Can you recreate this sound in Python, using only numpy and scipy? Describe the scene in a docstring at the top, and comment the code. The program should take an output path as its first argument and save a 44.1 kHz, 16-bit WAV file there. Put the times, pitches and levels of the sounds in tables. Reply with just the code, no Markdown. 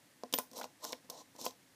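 """A soft thud, then a sharp clack: a hand sets a coin down on a hard table, close up in a small, quiet room.
A finger then slides four coins, one by one, off an overlapping row. Each scrapes over its neighbour by
friction, ticks on its rim and drops flat with a clack. Every impact excites the modes of the table top,
which booms, and a free coin rings briefly at its own very high modes until it is damped."""
import sys
import numpy as np
from scipy import signal
from scipy.fft import rfft, irfft, next_fast_len
from scipy.io import wavfile
from scipy.ndimage import uniform_filter1d

SR = 44100
rng = np.random.default_rng(int(sys.argv[2]) if len(sys.argv) > 2 else 0)


def wav_out(sig):
    """Save sig, one row per channel (or a flat mono array), as 16-bit PCM at SR to the path in sys.argv[1]."""
    wavfile.write(sys.argv[1], SR, np.round(np.clip(np.atleast_2d(sig).T, -1, 1) * 32767).astype(np.int16))


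N = 77175
TIME = np.arange(N) / SR

# spectrum of the steady room noise: f/Hz, level/dB
ROOM_NOISE_SPECTRUM = [(15, -38), (25, -16), (42, -33), (103, -7), (150, -6), (202, -5), (231, -7.5),
                       (278, 0), (404, -14.5), (529, -11), (1390, -17), (1860, -11.5), (2300, -16.5),
                       (9770, -20.5), (15000, -26.5)]
# impacts: t/s, thud level/dB, thud depth/(dB per octave downwards), clack level/dB, clack frequency ratio,
# tick level/dB, tick brightness/(dB per octave), chatter T60/s
IMPACTS = [(.2352, -39, 1, -59.5, 0.34, -52, -16, 0.0083), (0.3262, -49.5, 5.5, -47, 1.14, -41.5, 2, 0.023),
           (.3380, -33.5, 2.5, -29.5, .98, -30, 1, 0.02), (0.3402, -41.5, 21, -66, 1, -39, 16, 0.037),
           (.3500, -53.5, 11, -49.5, 0.58, -50, 2, 0.015), (0.3793, -69, 25, -45, 1.3, -45, 10, 0.0068),
           (0.386, -34.5, -1, -42, 0.69, -28, 8, 0.017), (0.393, -42, -15.5, -51, 1.05, -44.5, 2.5, 0.075),
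           (0.5141, -58, 6.5, -72, 1.1, -55.5, 0, 0.012), (0.5322, -53, 4, -73, 1, -55, -3, 0.03),
           (.5780, -53, 8.5, -54, 1.13, -49.5, 0, 0.032), (.5880, -46.5, -1.5, -69, 0.68, -50, -5, .02),
           (0.598, -47, 0, -66, 0.56, -47.5, 1.5, 0.023), (.6132, -40.5, -4.5, -56.5, 0.77, -50, -4, 0.014),
           (0.6166, -46.5, -1.5, -50.5, 0.64, -66, 3, 0.022),
           (0.6304, -59, 26, -49.5, 1.15, -60, 12, 0.022), (.6415, -42.5, -2, -52, 0.8, -50.5, -11, .02),
           (0.8428, -45.5, -7, -60, 1, -44.5, -6, 0.012),
           (0.8498, -45.5, -5.5, -61, 0.9, -41.5, -2.5, 0.01),
           (0.9233, -54.5, 10, -61, 0.83, -44.5, -3.5, 0.013),
           (.9290, -43, 0.5, -42, 1.1, -48, -29, 0.0053), (0.9308, -50, 4, -45, 0.638, -57, -6, 0.023),
           (1.045, -63.5, 8.5, -88, 0.85, -70, -6, 0.022), (1.093, -56, 4, -78, 0.82, -79, -11, 0.018),
           (1.0994, -49, 1, -62, 1.2, -40, -1.5, 0.023), (1.3501, -64, 6, -88, 1, -74, -14, .02),
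           (1.3628, -61.5, 4, -72, 1.1, -58, -3.5, 0.0096),
           (1.4139, -50, 2, -82, 0.87, -45.5, -2.5, 0.0091), (1.4454, -53, -14, -70, 1.4, -48, -12, 0.017),
           (1.4531, -84, -4, -42.5, 2.1, -38, 21, .02), (1.4637, -34, -1, -41.5, 0.92, -42.5, -22, 0.015),
           (1.5078, -79, -4, -57.5, 1.22, -58, 9, 0.01)]
# modes of the table top: f/Hz, level/dB, T60/s
TABLE_MODES = [(199, -18.5, 0.023), (253, -7, 0.16), (315, -16.5, 0.042), (469, -13.5, 0.17),
               (515, -0.5, 0.065), (634, 4, 0.03), (705, -2.5, 0.067), (834, 2.5, 0.027), (908, 2.5, 0.027),
               (975, 4, 0.026), (1019, -2.5, 0.057), (1234, -3, 0.02), (1453, -10.5, 0.055)]
# spectra of a coin's face clacking and of its rim ticking: f/Hz, level/dB
CLACK_SPECTRUM = [(40, -29), (300, -18), (1200, -12.5), (2000, -11), (2600, -4), (3000, 2.5), (3500, 3),
                  (4150, -8), (5000, -1), (7000, -11), (10000, -47), (16000, -16.5)]
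TICK_SPECTRUM = [(40, -50), (300, -28), (2000, -22.5), (3200, -13.5), (5400, -0.5), (7600, -8), (9300, -6),
                 (10600, -12.5), (11800, -6), (13000, -10.5), (14200, -8.5), (15500, -5.5)]
# free vibrations of a coin: t/s, level/dB, time until damped/s, frequency ratio
FREE_RINGS = [(.3268, -53, 0.007, 0.69), (0.339, -33.5, .028, 1), (0.3847, -39.5, 0.0077, 0.74),
              (0.579, -54, .015, .9), (0.631, -60.5, 0.013, 0.97), (0.8412, -46, .008, .9),
              (1.4507, -46, 0.013, .895), (1.463, -48, 0.0082, .84)]
# modes of a coin: f/Hz, level/dB, T60/s
COIN_MODES = [(11741, -9, .2), (11860, -15, .15), (13940, 0, .5), (14030, -11, .2), (15010, -10, .12)]
# the hand's weight nudges the table: t/s, level/dB
HAND_NUDGES = [(.342, -65), (.378, -63), (.925, -65), (1.408, -66)]
# spectrum of a nudge: f/Hz, level/dB
NUDGE_SPECTRUM = [(15, -7), (35, 7), (60, -11), (110, 1), (200, -4), (500, -28), (2000, -63)]
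# one envelope for each slide: t/s, scrape level/dB, rumble level/dB
SLIDE_ENVELOPES = [
    [(.525, -70, -74), (.548, -60.5, -57.5), (.57, -47, -47.5), (.603, -55, -48.5), (.622, -59.5, -61),
     (.654, -57.5, -53), (.672, -83, -66)],
    [(.80, -70, -70), (.826, -58.5, -56), (.838, -48, -48.5), (.862, -51, -52), (.876, -50, -60),
     (.892, -50, -54.5), (.92, -55.5, -53), (.955, -88, -63), (.975, -75, -96)],
    [(1.088, -105, -80), (1.102, -56, -48), (1.12, -67, -60.5), (1.14, -59, -54.5), (1.165, -59.5, -55.5),
     (1.195, -54.5, -56.5), (1.22, -62, -59.5), (1.24, -80, -90)],
    [(1.34, -84, -90), (1.353, -70.5, -59), (1.378, -72, -92), (1.39, -55, -51), (1.405, -51, -58),
     (1.428, -51, -61.5), (1.449, -45.5, -48), (1.485, -51, -67), (1.53, -87, -70)],
]
# one row for each slide: scrape brightness/(dB per octave), rumble depth/(dB per octave downwards)
SLIDE_TILTS = [(1, 0), (0, -2.5), (-3, -1), (1.5, -1.5)]
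# spectrum of coin scraping on coin: f/Hz, level/dB
SCRAPE_SPECTRUM = [(40, -51.5), (300, 6), (1800, -26.5), (2700, -13), (4100, 0.5), (4700, -4.5), (5700, 1),
                   (7400, -3.5), (10500, -15), (12500, -9.5), (13800, -15), (15000, -16)]

KNOCK_HZ, KNOCK_DB, KNOCK_T60_S = 660, 13.5, 0.0072  # the first push under the coin, at zero depth
KNOCK_OCTAVES_PER_DB = 0.26  # a shallower thud starts with a higher knock
MODE_SCATTER_DB, MODE_BUILD_S = 2, 0.0021
TABLE_LOW_HZ, TABLE_HIGH_HZ = 210.6, 1220
CONTACT_RISE_S, NUDGE_T60_S = 0.0001, 0.071
DAMPED_T60_S, LINGER_DB, LINGER_T60_S = 0.024, -16, 0.26  # a faint share of the ring outlasts the damping
GRAINS_PER_S, GRAIN_SPREAD_DB, JUDDER_DB, JUDDER_PER_S = 11000, 1.5, 1.54, 180
RUMBLE_BAND_HZ = (326, 1260)
ROOM_TABLE_DB, ROOM_TREBLE_DB, ROOM_CLACK_DB, ROOM_RING_DB = -16.5, -13.5, -19, -17  # reflected shares


def from_db(db):
    """Amplitude ratio of a level in decibels."""
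    return 10 ** (np.asarray(db) / 20)


def rms_one(x):
    """Normalisation to unit rms."""
    return x / np.sqrt(np.mean(x ** 2) + 1e-20)


def unit_hit(x):
    """Normalisation of a transient to unit rms over its first 7 ms."""
    return x / np.sqrt(np.mean(x[:300] ** 2))


def add(out, s, sound):
    """Superposition of a sound starting at s seconds."""
    i = int(s * SR)
    out[i:i + len(sound)] += sound[:N - i]


def coloured(x, points, tilt_db=0):
    """Minimum-phase filtering through (f/Hz, level/dB) points, tilted by tilt_db per octave above 5 kHz."""
    size = 2 * next_fast_len(len(x))
    hz, db = np.transpose(points)
    tilted_db = db + tilt_db * np.log2(np.maximum(hz, 5000) / 5000)
    octaves = np.log2(np.maximum(np.fft.rfftfreq(size, 1 / SR), 1))
    gain = from_db(np.interp(octaves, np.log2(hz), tilted_db))
    cepstrum = irfft(np.log(gain))
    cepstrum[1:size // 2] *= 2  # folding onto positive time makes the filter causal
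    cepstrum[size // 2 + 1:] = 0
    return irfft(rfft(x, size) * np.exp(rfft(cepstrum)))[:len(x)]


def room_noise(level_db=-65.5):
    """Stationary filtered noise: the quiet background of the room."""
    return from_db(level_db) * rms_one(coloured(rng.standard_normal(N), ROOM_NOISE_SPECTRUM))


def table_thud(depth_db):
    """Impulse response of the table: a knock, then damped modes weighted by where the blow lands."""
    t = TIME[:SR // 4]
    modes = np.zeros(len(t))
    for hz, db, t60 in TABLE_MODES:
        mode_db = db + depth_db * np.log2(KNOCK_HZ / hz) + rng.normal(0, MODE_SCATTER_DB)
        modes += from_db(mode_db - 60 * t / t60) * np.sin(2 * np.pi * hz * t)
    knock_hz = KNOCK_HZ * 2 ** (-KNOCK_OCTAVES_PER_DB * depth_db)
    knock = from_db(KNOCK_DB - 60 * t / KNOCK_T60_S) * np.sin(2 * np.pi * knock_hz * t)
    thud = knock + modes * (1 - np.exp(-t / MODE_BUILD_S))
    thud = signal.sosfilt(signal.butter(4, TABLE_LOW_HZ, "high", fs=SR, output="sos"), thud)
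    return unit_hit(signal.sosfilt(signal.butter(3, TABLE_HIGH_HZ, fs=SR, output="sos"), thud))


def chatter(spectrum, t60, tilt_db=0):
    """Brief metal contact is broadband: a decaying noise burst, whitened and then coloured."""
    t = TIME[:SR // 16]
    burst = rng.choice([-1, 1], len(t)) * from_db(-60 * t / t60)
    bins = rfft(burst, 2 * len(t))
    smoothed_power = uniform_filter1d(np.abs(bins) ** 2, size=50)
    white = irfft(bins / np.sqrt(smoothed_power))[:len(t)]
    rise = 1 - np.exp(-t / CONTACT_RISE_S)
    return unit_hit(coloured(white * rise, spectrum, tilt_db))


def impacts():
    """An impact excites both bodies: the table thuds, the coin's face clacks and its rim ticks."""
    thuds, clacks, ticks = np.zeros((3, N))
    for s, thud_db, depth_db, clack_db, ratio, tick_db, bright_db, t60 in IMPACTS:
        clack_spectrum = [(hz * ratio, db) for hz, db in CLACK_SPECTRUM]
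        add(thuds, s, from_db(thud_db) * table_thud(depth_db))
        add(clacks, s, from_db(clack_db) * chatter(clack_spectrum, t60))
        add(ticks, s, from_db(tick_db) * chatter(TICK_SPECTRUM, t60, bright_db))
    return thuds, clacks, ticks


def reverberation(x, t60=0.2, delay_s=0.012):
    """The diffuse field of a small room: convolution with delayed, exponentially decaying noise."""
    t = TIME[:SR // 2]
    tail = rng.standard_normal(len(t)) * from_db(-60 * t / t60) * (t > delay_s)
    return signal.fftconvolve(x, tail / np.sqrt(np.sum(tail ** 2)))[:N]


def coin_rings():
    """Free vibration of a coin's modes, damped once it lies flat or meets the finger."""
    out, t = np.zeros(N), TIME[:SR // 4]
    for s, level_db, free_s, ratio in FREE_RINGS:
        ring = sum(from_db(db - 60 * t / t60) * np.sin(2 * np.pi * hz * ratio * t)
                   for hz, db, t60 in COIN_MODES)
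        damped_db = -60 * np.maximum(t - free_s, 0) / DAMPED_T60_S
        linger_db = LINGER_DB - 60 * t / LINGER_T60_S
        add(out, s, ring * from_db(level_db + np.maximum(damped_db, linger_db)))
    return out


def hand_nudges():
    """A soft force excites mainly low frequencies: faint bumps as the hand presses down."""
    out, t = np.zeros(N), TIME[:SR // 4]
    for s, db in HAND_NUDGES:
        low_noise = rms_one(coloured(rng.standard_normal(len(t)), NUDGE_SPECTRUM))
        add(out, s, from_db(db - 60 * t / NUDGE_T60_S) * low_noise)
    return out


def friction():
    """Friction as shot noise: embossed faces collide in dense, uneven impulses whose level judders."""
    judder_db = JUDDER_DB * np.interp(TIME * JUDDER_PER_S, np.arange(N), rng.standard_normal(N))
    sizes = from_db(GRAIN_SPREAD_DB * np.minimum(rng.exponential(1, N), 4))
    signs = rng.choice([-1, 1], N)
    collides = rng.random(N) < GRAINS_PER_S / SR
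    return sizes * signs * collides * from_db(judder_db)


def table_rumble(grains, depth_db):
    """Forced vibration: the impulses of rubbing drive only the table's middle modes."""
    band = signal.butter(3, RUMBLE_BAND_HZ, "band", fs=SR, output="sos")
    response = signal.sosfilt(band, table_thud(depth_db))
    return rms_one(signal.fftconvolve(grains, response)[:N])


def slides():
    """One friction force drives two bodies: the table rumbles and the sliding coin hisses."""
    grains = friction()
    rumble, scrape = np.zeros((2, N))
    for envelope, (bright_db, depth_db) in zip(SLIDE_ENVELOPES, SLIDE_TILTS):
        s, scrape_db, rumble_db = np.transpose(envelope)
        moving = (TIME > s[0]) & (TIME < s[-1])
        hiss = rms_one(coloured(grains, SCRAPE_SPECTRUM, bright_db))
        rumble += moving * from_db(np.interp(TIME, s, rumble_db)) * table_rumble(grains, depth_db)
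        scrape += moving * from_db(np.interp(TIME, s, scrape_db)) * hiss
    return rumble, scrape


def scene():
    """Superposition of direct sound, reverberation and room noise, in one channel."""
    thuds, clacks, ticks = impacts()
    rumble, scrape = slides()
    table = thuds + rumble + hand_nudges()
    treble = ticks + scrape
    rings = coin_rings()
    tail = reverberation(from_db(ROOM_TABLE_DB) * table + from_db(ROOM_TREBLE_DB) * treble
                         + from_db(ROOM_CLACK_DB) * clacks + from_db(ROOM_RING_DB) * rings)
    return (table + clacks + treble + rings + tail + room_noise())[None]


def record(dry):
    """Band limiting: an elliptic low-pass cuts the highest treble steeply."""
    cutoff_hz = 15250
    return signal.sosfilt(signal.ellip(10, .3, 70, cutoff_hz, fs=SR, output="sos"), dry)


dry = scene()
out = record(dry)
wav_out(out)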